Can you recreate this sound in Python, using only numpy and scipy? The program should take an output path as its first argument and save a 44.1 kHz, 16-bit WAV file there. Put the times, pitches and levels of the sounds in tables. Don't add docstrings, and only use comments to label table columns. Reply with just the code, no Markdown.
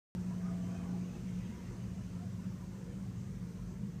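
import sys
import numpy as np
from scipy import signal
from scipy.fft import rfft, irfft
from scipy.io import wavfile

SR = 44100
rng = np.random.default_rng(int(sys.argv[2]) if len(sys.argv) > 2 else 0)


def wav_out(sig):
    wavfile.write(sys.argv[1], SR, np.round(np.clip(np.atleast_2d(sig).T, -1, 1) * 32767).astype(np.int16))


N = 176400


def from_db(db):
    return 10 ** (np.asarray(db) / 20)


def unit_rms(x):
    return x / np.sqrt(np.mean(x ** 2) + 1e-20)


def seconds():
    return np.arange(N) / SR


def automation(points):
    return np.interp(seconds(), *np.transpose(points))


def drift(rate_hz):
    hop, run_in = 40, 2000
    pole = np.exp(-2 * np.pi * rate_hz * hop / SR)
    noise = rng.standard_normal(N // hop + run_in + 2)
    slow = signal.lfilter([1], [1, -2 * pole, pole * pole], noise)[run_in:]
    return np.interp(np.arange(N) / hop, np.arange(len(slow)), unit_rms(slow - slow.mean()))


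def tone(hz):
    return np.sqrt(2) * np.sin(2 * np.pi * (np.cumsum(hz) / SR + rng.random()))


def flutter(depth_db, rate_hz):
    return unit_rms(from_db(depth_db * drift(rate_hz)))


def wash(eq, flutter_db, rate_hz, bands=24):
    eq_hz, eq_db = np.transpose(eq)
    log_hz = np.log(np.maximum(np.arange(N // 2 + 1) * SR / N, 1))
    spectrum = rfft(rng.standard_normal(N)) * from_db(np.interp(log_hz, np.log(eq_hz), eq_db))
    band_of_bin = np.round(np.interp(log_hz, np.log(eq_hz[[0, -1]]), [0, bands - 1]))
    slices = (irfft(spectrum * (band_of_bin == k), N) for k in range(bands))
    return unit_rms(sum(band * flutter(flutter_db, rate_hz) for band in slices))


# (time [s], pitch [Hz])
DRONE_PITCH = [(.15, 181), (.55, 179.6), (1.3, 180.1), (2.0, 177.1), (4, 175.8)]
# (time [s], level [dB])
DRONE_LEVEL = [(.15, -40), (.55, -39.5), (.75, -43), (.95, -38.5), (1.15, -49), (1.4, -39), (1.58, -53.5),
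               (2.2, -45.5), (3.0, -50.5), (4, -47.5)]


def engine_drone():
    waver_hz, octave_db = 0.48, -31
    hz = automation(DRONE_PITCH) + waver_hz * drift(rate_hz=3.24)
    note = tone(hz) + from_db(octave_db) * tone(2 * hz)
    return from_db(automation(DRONE_LEVEL)) * flutter(depth_db=.8, rate_hz=6.2) * note


# (pitch [Hz], start level [dB], end level [dB], pitch waver [Hz])
MOTORS = [(51, -67.5, -55, 1.7), (76.5, -61.5, -61, 1.16), (100.3, -53.5, -51.5, 1.2),
          (120.5, -54, -52, 1.4), (126.9, -59, -54, 1.3), (147.6, -68, -58.5, 2.5),
          (191.45, -57, -48.5, 0.65), (231.3, -58, -66, 2.5), (356.7, -67, -71.5, 4.91)]


def far_motors():
    hums = np.zeros(N)
    for hz, start_db, end_db, waver_hz in MOTORS:
        gain = from_db(np.linspace(start_db, end_db, N)) * flutter(depth_db=3, rate_hz=3.8)
        hums += gain * tone(hz + waver_hz * drift(rate_hz=5.85))
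    return hums


# (frequency [Hz], gain [dB])
RUMBLE_EQ = [(20, -35), (35, -32), (47, -2.5), (65, -1), (90, -3), (130, 0), (155, -1.5), (190, 4),
             (215, -5), (270, -8.5), (330, -14.5), (450, -17), (700, -33.5), (1500, -61)]
# (time [s], level [dB])
RUMBLE_LEVEL = [(.15, -48), (1.0, -46.5), (1.8, -48.5), (2.6, -48.5), (3.2, -48), (4, -50)]


def traffic_rumble():
    return from_db(automation(RUMBLE_LEVEL)) * wash(RUMBLE_EQ, flutter_db=1.54, rate_hz=11.8)


# (frequency [Hz], gain [dB])
ROAR_EQ = [(150, -9), (300, 3.5), (500, 3), (700, -0.5), (830, -1.5), (1000, 1), (1250, -2.5), (1400, -3.5),
           (2000, -8), (3000, -17.5), (6000, -36.5)]
# (time [s], level [dB])
ROAR_LEVEL = [(.15, -61), (.5, -59.5), (.88, -58.5), (1.15, -63), (1.8, -63), (2.6, -63), (3.3, -64.5),
              (4, -64.5)]


def tyre_roar():
    return from_db(automation(ROAR_LEVEL)) * wash(ROAR_EQ, flutter_db=3.4, rate_hz=9.3, bands=40)


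# (frequency [Hz], gain [dB])
PASS_BY_EQ = [(800, -19), (1500, 0.5), (2100, 0.5), (2900, 1), (3400, -4), (4500, -8.5), (8000, -24),
              (15000, -48)]
# (time [s], level [dB])
PASS_BY_LEVEL = [(.15, -74.5), (.7, -74), (.98, -71.5), (1.42, -67.5), (1.75, -70.5), (2.0, -70.5),
                 (2.6, -76), (4, -75)]


def passing_car():
    return from_db(automation(PASS_BY_LEVEL)) * wash(PASS_BY_EQ, flutter_db=4.0, rate_hz=9.6, bands=64)


# (frequency [Hz], gain [dB])
AIR_EQ = [(500, 3), (2000, 1.5), (3400, -2), (4500, -.3), (5500, 1.9), (6400, 3.5), (7600, 0), (8300, -0.4),
          (8900, -4), (10500, -13), (16000, -15)]
# (time [s], level [dB])
AIR_LEVEL = [(.15, -64.5), (1.4, -65.5), (2.6, -66.5), (3.3, -67), (4, -69.5)]


def open_air():
    return from_db(automation(AIR_LEVEL)) * wash(AIR_EQ, flutter_db=1.0, rate_hz=6.8)


# (frequency [Hz], gain [dB])
MIC_HISS_EQ = [(2000, -2), (10500, -1.8), (13500, 0.46), (16000, -1)]


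def mic_hiss():
    return from_db(-76.5) * wash(MIC_HISS_EQ, flutter_db=-0.5, rate_hz=1, bands=1)


# (time [s], level [dB])
INSECT_LEVEL = [(.15, -75.5), (1.3, -79), (2.0, -77.5), (2.7, -85), (3.2, -83), (3.7, -75), (4, -85)]


def insects(voices=3):
    centre_hz, wander_hz, blur_hz = 6130, 170, 88
    trills = np.zeros(N)
    for _ in range(voices):
        throb = flutter(depth_db=5.5, rate_hz=15)
        trills += throb * tone(centre_hz + wander_hz * drift(rate_hz=7) + blur_hz * drift(rate_hz=198))
    return from_db(automation(INSECT_LEVEL)) * unit_rms(trills)


def swell(peak_s, half_length_s, hz, db, waver_hz):
    envelope = from_db(db) * np.exp(-((seconds() - peak_s) / half_length_s) ** 2 / 2)
    roughness = flutter(depth_db=3.5, rate_hz=27)
    return envelope * roughness * tone(hz + waver_hz * drift(rate_hz=2 * waver_hz + 10))


# (peak time [s], half length [s], pitch [Hz], level [dB], pitch waver [Hz])
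THROBS = [(0.3, .12, 119, -48.5, 4), (1.9, 0.064, 119, -45, 6), (3.18, 0.069, 112, -44.5, 10.25),
          (1.67, 0.34, 56, -59, 7.4), (1.5, .015, 210, -41, 4), (3.84, .04, 200, -44, 5.9),
          (0.71, 0.25, 275, -59, 13)]


def low_throbs():
    return sum(swell(*throb) for throb in THROBS)


# (peak time [s], half length [s], pitch [Hz], level [dB], pitch waver [Hz])
WHINES = [(.63, 0.26, 663, -63, 3.6), (0.67, 0.36, 782, -71.5, 10), (0.49, 0.045, 1210, -61.5, 42),
          (0.846, 0.033, 1080, -63, 91), (0.91, .05, 830, -63, 70), (0.8, 0.21, 1142, -71, 16),
          (0.78, 0.24, 690, -67, 20.2), (1.07, 0.57, 478, -66.5, 11.3), (1.78, .03, 650, -62.5, 45.5),
          (1.97, .04, 670, -64.5, 51), (2.24, 0.021, 700, -59, 28), (2.91, 0.068, 462, -60, 19),
          (3.66, .4, 469, -67, 7.8), (2.68, 0.69, 535, -72, 15), (1.54, 0.14, 965, -71.5, 20.6),
          (1.06, 0.14, 345, -62, 14.3), (1.71, 0.055, 350, -57.5, 13.66), (0.69, .12, 3080, -74, 70),
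          (.78, .04, 2500, -66, 35), (1.17, .07, 2590, -74, 72), (1.49, 0.16, 2790, -74.5, 90),
          (1.5, .2, 2080, -73, 115), (1.99, .04, 2950, -72, 83)]


def whines():
    return sum(swell(*whine) for whine in WHINES)


def scene():
    engines = engine_drone() + far_motors()
    road = traffic_rumble() + tyre_roar() + passing_car()
    ambience = open_air() + mic_hiss() + insects()
    return (engines + road + ambience + low_throbs() + whines())[None]


def record(dry):
    cut_in_s, stopband_hz = .1502, 15800
    low_pass = signal.cheby2(20, 60, stopband_hz, fs=SR, output="sos")
    return signal.sosfilt(low_pass, dry * (seconds() >= cut_in_s))


dry = scene()
out = record(dry)
wav_out(out)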